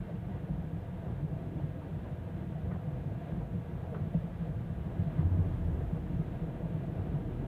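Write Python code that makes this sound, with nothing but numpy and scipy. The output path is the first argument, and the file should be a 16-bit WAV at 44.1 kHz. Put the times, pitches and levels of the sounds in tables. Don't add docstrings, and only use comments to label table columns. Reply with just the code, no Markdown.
import sys
import numpy as np
from scipy import signal
from scipy.fft import rfft, irfft
from scipy.io import wavfile
from scipy.ndimage import uniform_filter1d, map_coordinates

SR = 44100
rng = np.random.default_rng(int(sys.argv[2]) if len(sys.argv) > 2 else 0)


def persist_wave(psi):
    counts = np.round(np.clip(psi, -1, 1) * 32767).astype(np.int16)
    wavfile.write(sys.argv[1], SR, np.atleast_2d(counts).T)


N = 329420
T = np.arange(N) / SR
RAMP_S, RAMP_FADE_S = 5.56, 0.52

# (centre [Hz], width [Hz], lift [dB])
CABIN_MODES = [(58, 11, 5.5), (83, 11, 5), (168, 16, 2), (317, 17, 1), (420, 28, -1), (469, 38, 5.5),
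               (663, 65, 3), (933, 12, 7), (1107, 43, -3.5), (1158, 35, 3.5), (1480, 25, 4.5),
               (1631, 66, 5), (1800, 50, 2), (1948, 29, 6), (2108, 50, 3), (2400, 59, 3), (2720, 120, 1.5)]


def undb(db):
    return 10 ** (np.asarray(db) / 20)


def unit(x):
    return x / np.sqrt(np.mean(x ** 2))


def walk(rate):
    k = int(SR / rate)
    steps = np.repeat(rng.standard_normal(N // k + 1), k)
    smooth = uniform_filter1d(uniform_filter1d(steps, k), k)
    return unit(smooth[:N])


def noise(colour, resonances=()):
    f = np.arange(N // 2 + 1) * SR / N
    hz, db = np.transpose(colour)
    gain_db = np.interp(np.log(f + 1), np.log(hz), db)
    for centre, width, lift_db in resonances:
        gain_db = gain_db + lift_db * np.exp(-2 * ((f - centre) / width) ** 2)
    muffle = np.maximum(f / hz[-1], 1) ** -2
    spectrum = rfft(rng.standard_normal(N))
    return unit(irfft(spectrum * undb(gain_db) * muffle, N))


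def push_and_decay(age, rise, t60):
    return np.minimum(age / rise, 1) * undb(-60 * np.maximum(age - rise, 0) / t60)


def blow(start, rise, t60):
    return push_and_decay(np.maximum(T - start, 0), rise, t60)


def ramp(middle, length):
    return np.clip((T - middle) / length + .5, 0, 1)


def hump(middle, half_length):
    return np.exp(-((T - middle) / half_length) ** 2)


def waver(x, share, rate):
    position = np.cumsum(1 + share * walk(rate=rate))
    return map_coordinates(x, [position], order=3, mode="mirror")


def engine(hz, db, orders, jitter, rough_db):
    phase = 2 * np.pi * np.cumsum(hz * (1 + jitter * walk(rate=20))) / SR
    tone = 0
    for k, order_db in orders:
        throb = undb(order_db + rough_db * walk(rate=13))
        tone = tone + throb * np.sin(k * phase + rng.uniform(0, 2 * np.pi))
    return unit(tone) * undb(db)


def road(patchy_db=1.77, flutter_db=1.5, patter_db=1.1, grain_db=1.24, gust_db=0.7):
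    # (frequency [Hz], relative density [dB])
    rumble_colour, tread_colour = [(18, -32.5), (28, -18), (42, -18), (56, -6), (68, -10.5), (85, -3.5),
                                   (125, -0.5), (172, -3), (205, -10.5), (270, -21), (370, -23),
                                   (450, -33.5), (800, -54)], [(200, 1), (380, -2), (480, -1.5), (570, 0), (690, -0.5),
                                                   (770, -4), (1000, -10.5), (1400, -19.5), (2500, -41),
                                                   (5000, -68.5)]
    drone_colour, air_colour = [(140, -34.5), (225, 2), (340, 0.5), (400, -4), (520, -24.5), (900, -38)], [(300, 5), (1000, 1.5), (1650, 0), (2400, -6),
                                                       (3000, -8), (3500, -10.5), (4000, -16),
                                                       (4500, -23.5), (5500, -35), (9000, -59.5)]
    # (middle [s], half length [s], lift [dB])
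    worn_stretches = [(1.5, 0.54, 6.5), (3.1, 0.48, 4.5), (7.346, 0.1, 3.5)]

    coarse = ramp(RAMP_S, RAMP_FADE_S)
    climb_s = np.maximum(T - RAMP_S, 0)
    beside_bus = hump(5.25, 0.46)
    worn_db = sum(lift_db * hump(s, half) for s, half, lift_db in worn_stretches)

    rumble_db = -41 + 0.36 * T - 0.6 * coarse
    tread_db = -51 - 0.15 * coarse + 1.25 * climb_s + 2.5 * beside_bus
    drone_db = -56.5 + worn_db + 5 * coarse + 3 * climb_s + 8 * beside_bus
    air_db = -58.5 + 0.85 * coarse + 1 * beside_bus

    patches = patchy_db * walk(rate=16)
    rumble = noise(rumble_colour, CABIN_MODES) * undb(rumble_db + patches + flutter_db * walk(rate=45))
    tread = noise(tread_colour, CABIN_MODES)
    tread = tread * undb(tread_db + patter_db * walk(rate=28) + grain_db * walk(rate=70))
    drone = noise(drone_colour, CABIN_MODES) * undb(drone_db + patchy_db * walk(rate=20))
    air = noise(air_colour, CABIN_MODES) * undb(air_db + gust_db * walk(rate=14))
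    return rumble + waver(tread + drone, share=.025, rate=7) + air


def rings(drift=.04, max_drift_hz=16, swell_db=2.5, ramp_db=2):
    # (centre [Hz], width [Hz], rms level on the smooth street [dB])
    ring_modes = [(176, 18, -51), (334.6, 30, -62.5), (491.7, 36, -60.5), (665.5, 50, -62)]
    out = 0
    for hz, width, db in ring_modes:
        drift_hz = min(drift * hz, max_drift_hz)
        phase = 2 * np.pi * np.cumsum(hz + drift_hz * walk(rate=6)) / SR
        ring = walk(rate=2 * width) * np.cos(phase) + walk(rate=2 * width) * np.sin(phase)
        out = out + unit(ring * undb(swell_db * walk(rate=9))) * undb(db)
    return out * undb(ramp_db * ramp(RAMP_S, RAMP_FADE_S))


def bumps(count=95, middle_hz=148.3, pitch_spread=0.27, middle_db=-37, scatter_db=4.0):
    out = np.zeros(N + SR // 4)
    age = np.arange(SR // 4) / SR
    shape = push_and_decay(age, rise=0.018, t60=0.07)
    for k, (place, pitch, size) in enumerate(rng.uniform(-0.996, 1, (count, 3))):
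        i = int((k + .5 + .5 * place) / count * N)
        hz = middle_hz * (1 + pitch_spread * pitch)
        throb = shape * np.sin(2 * np.pi * hz * age)
        out[i:i + len(age)] += undb(middle_db + scatter_db * size) * throb
    return out[:N]


def trim(panel_width_hz=170, panel_db=6):
    # (time [s], clack level [dB], dull body level [dB], rise [s], t60 [s], panel ring [Hz])
    knocks = [(2.709, -49.5, -55, .007, 0.17, 960), (3.943, -46, -43, 0.0031, .13, 1280),
              (3.964, -54, -47, .004, 0.07, 1240), (5.09, -59, -60, 0.013, 0.17, 1000),
              (5.18, -54, -54, .01, 0.15, 980)]
    # (frequency [Hz], relative density [dB])
    clack_colour, body_colour = [(450, -13), (800, 2.5), (1200, 5.5), (1600, 2), (1850, 0), (2200, -7),
                                 (2600, -12.5), (3400, -20.5), (5000, -38)], [(200, -16.5), (370, 3.5), (480, 1.5), (620, -24),
                                                     (900, -24.5)]
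    out, body = 0, noise(body_colour)
    for s, clack_db, body_db, rise, t60, panel_hz in knocks:
        clack = noise(clack_colour, [(panel_hz, panel_width_hz, panel_db)])
        knock = undb(clack_db) * clack + undb(body_db) * body
        out = out + knock * blow(s, rise, t60)
    return out


def seams(lead_s=0.018, floor_hz=97, boom_hz=56):
    # (time [s], body ring [Hz], ring level [dB], ring rise [s], ring t60 [s],
    # floor thud level [dB], cabin boom level [dB], tread slap level [dB])
    wheel_knocks = [ (0.102, 163, -33, 0.039, 0.19, -55, -42, -43.5),
                    (0.494, 151, -30.5, 0.011, 0.19, -38, -33, -46),
                    (0.718, 159, -29.5, 0.028, .11, -50, -50, -62),
                    (1.212, 152.5, -29.5, .038, .12, -39, -48, -56),
                    (1.605, 152, -29.5, 0.03, .12, -44, -46, -50),
                    (1.91, 159, -31.5, .018, 0.19, -52, -52, -56),
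                    (2.53, 153.3, -31, 0.038, .11, -50, -54, -68),
                    (2.705, 158.5, -31.5, 0.022, 0.15, -48, -55, -57),
                    (2.865, 150, -30.5, 0.027, .13, -52, -58, -60),
                    (2.912, 138.6, -28.5, 0.022, .09, -48, -55, -55),
                    (3.045, 155, -33, 0.022, 0.15, -52, -49, -61),
                    (3.126, 161, -44, 0.0078, .1, -53, -55, -47),
                    (3.304, 161, -31, 0.024, .1, -49, -50, -45),
                    (3.375, 157.4, -26.5, 0.01, 0.081, -54, -39, -62),
                    (3.412, 135, -31, 0.023, .1, -46, -43, -58),
                    (3.545, 166.5, -30.5, 0.037, 0.091, -43, -45, -62),
                    (3.936, 159.6, -35, .015, 0.18, -36, -54, -43),
                    (4.0, 150, -27, 0.009, 0.1, -33, -53, -48),
                    (4.146, 163.3, -20.5, 0.0049, .17, -35, -35, -41.5),
                    (4.238, 168, -29, 0.0079, 0.1, -50, -48, -51),
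                    (4.385, 163, -29.5, 0.037, .17, -41, -39, -60),
                    (4.48, 148.5, -31.5, 0.017, 0.18, -50, -45, -46),
                    (4.981, 161.2, -28.5, 0.017, 0.28, -25.5, -42, -49),
                    (5.045, 154, -25.5, 0.03, 0.17, -36, -46, -55),
                    (5.178, 152, -23, 0.014, 0.18, -29.5, -42, -57),
                    (5.364, 154, -28.5, .022, 0.15, -43, -43, -56),
                    (5.462, 161, -33.5, .012, .14, -39, -42, -44.5),
                    (5.67, 154.5, -29.5, 0.033, 0.11, -34, -44, -60),
                    (5.82, 142, -33, .012, 0.19, -33, -35, -45),
                    (5.92, 160, -26.5, .014, 0.13, -33, -49, -61),
                    (6.181, 155, -29.5, 0.022, 0.22, -36, -40, -57),
                    (6.407, 161, -28, 0.015, 0.17, -50, -37, -56),
                    (6.625, 166.4, -29.5, .035, 0.14, -40, -37, -63),
                    (6.73, 149, -30, .018, 0.11, -48, -48, -63),
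                    (6.84, 160, -41, 0.0099, 0.11, -56, -52, -46),
                    (6.981, 161, -44, 0.004, 0.09, -33.5, -48, -47),
                    (7.125, 147, -29, .035, .14, -49, -51, -50)]
    # (frequency [Hz], relative density [dB])
    slap_colour = [(200, -22), (420, 4.5), (680, 4), (820, -12.5), (1000, -28), (1500, -24), (4000, -43)]
    slap_noise, out = noise(slap_colour, CABIN_MODES), 0
    for s, ring_hz, ring_db, rise, t60, floor_db, boom_db, slap_db in wheel_knocks:
        turns = 2 * np.pi * (T - s)
        ring = undb(ring_db) * np.sin(ring_hz * turns) * blow(s, rise, t60)
        thud = undb(floor_db) * np.sin(floor_hz * turns) * blow(s, rise=0.022, t60=0.24)
        boom = undb(boom_db) * np.sin(boom_hz * turns) * blow(s, rise=0.02, t60=0.35)
        slap = undb(slap_db) * slap_noise * blow(s - lead_s, rise=0.015, t60=0.085)
        out = out + slap + ring + thud - boom
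    return out


def own_engine(firing_hz=43.3):
    # (time [s], level [dB])
    throttle = [(0, -56), (3.9, -62), (4.3, -57), (5.3, -50), (5.56, -40), (6.05, -44), (6.9, -53),
                (7.47, -40.5)]
    # (multiple of the firing rate, relative level [dB])
    own_orders = [(1, -0.5), (2, -20), (3, -6), (4, -11.5), (5, -21)]
    level_db = np.interp(T, *np.transpose(throttle))
    return engine(firing_hz, level_db, own_orders, jitter=0.07, rough_db=0.0)


def bus(firing_hz=88, closing_m_s=28, lane_m=3.0, abreast_s=5.62):
    # (time [s], level [dB])
    surges = [(4.9, -78), (5.21, -41), (5.245, -24), (5.29, -27.5), (5.405, -26), (5.435, -34),
              (5.47, -30.5), (5.57, -43), (5.65, -35.5), (6.1, -46), (6.7, -75)]
    # (multiple of the firing rate, relative level [dB])
    bus_orders = [(1 / 2, -25), (5 / 6, -13.5), (0.97, 0), (4 / 3, -19), (5 / 3, -15), (1.5, -22), (3, -23)]
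    # (frequency [Hz], relative density [dB])
    wake_colour = [(25, -14), (42, 2.5), (60, -6), (85, 1.5), (125, -4.5), (190, -11.5), (280, -19.5),
                   (370, -15.5), (480, -35.5), (700, -33), (850, -27.5), (1050, -33), (1500, -50)]
    along_m = closing_m_s * (T - abreast_s)
    receding_m_s = closing_m_s * along_m / np.hypot(along_m, lane_m)
    heard_hz = firing_hz / (1 + receding_m_s / 343)
    buffet_db = 2.2 * walk(rate=30)
    wake = noise(wake_colour) * undb(-37.5 + buffet_db) * hump(5.466, 0.38)
    level_db = np.interp(T, *np.transpose(surges))
    return engine(heard_hz, level_db, bus_orders, jitter=0.0253, rough_db=1.5) + wake


def scene():
    own = own_engine()
    return (road() + rings() + own + bus() + seams() + bumps() + trim())[None]


def record(dry, low_cut_hz=24, top_hz=15550):
    hiss_db = -76 + 0.1152 * T + 1.7 * hump(5.64, .45)
    bass_cut = signal.butter(4, low_cut_hz, "high", fs=SR, output="sos")
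    sound = signal.sosfilt(bass_cut, dry)
    ease = np.minimum(np.minimum(T, T[-1] - T) / .006, 1)
    sound = sound * ease + undb(hiss_db) * rng.standard_normal(N)
    top_cut = signal.ellip(12, .1, 80, top_hz, fs=SR, output="sos")
    return signal.sosfilt(top_cut, sound)


dry = scene()
out = record(dry)
persist_wave(out)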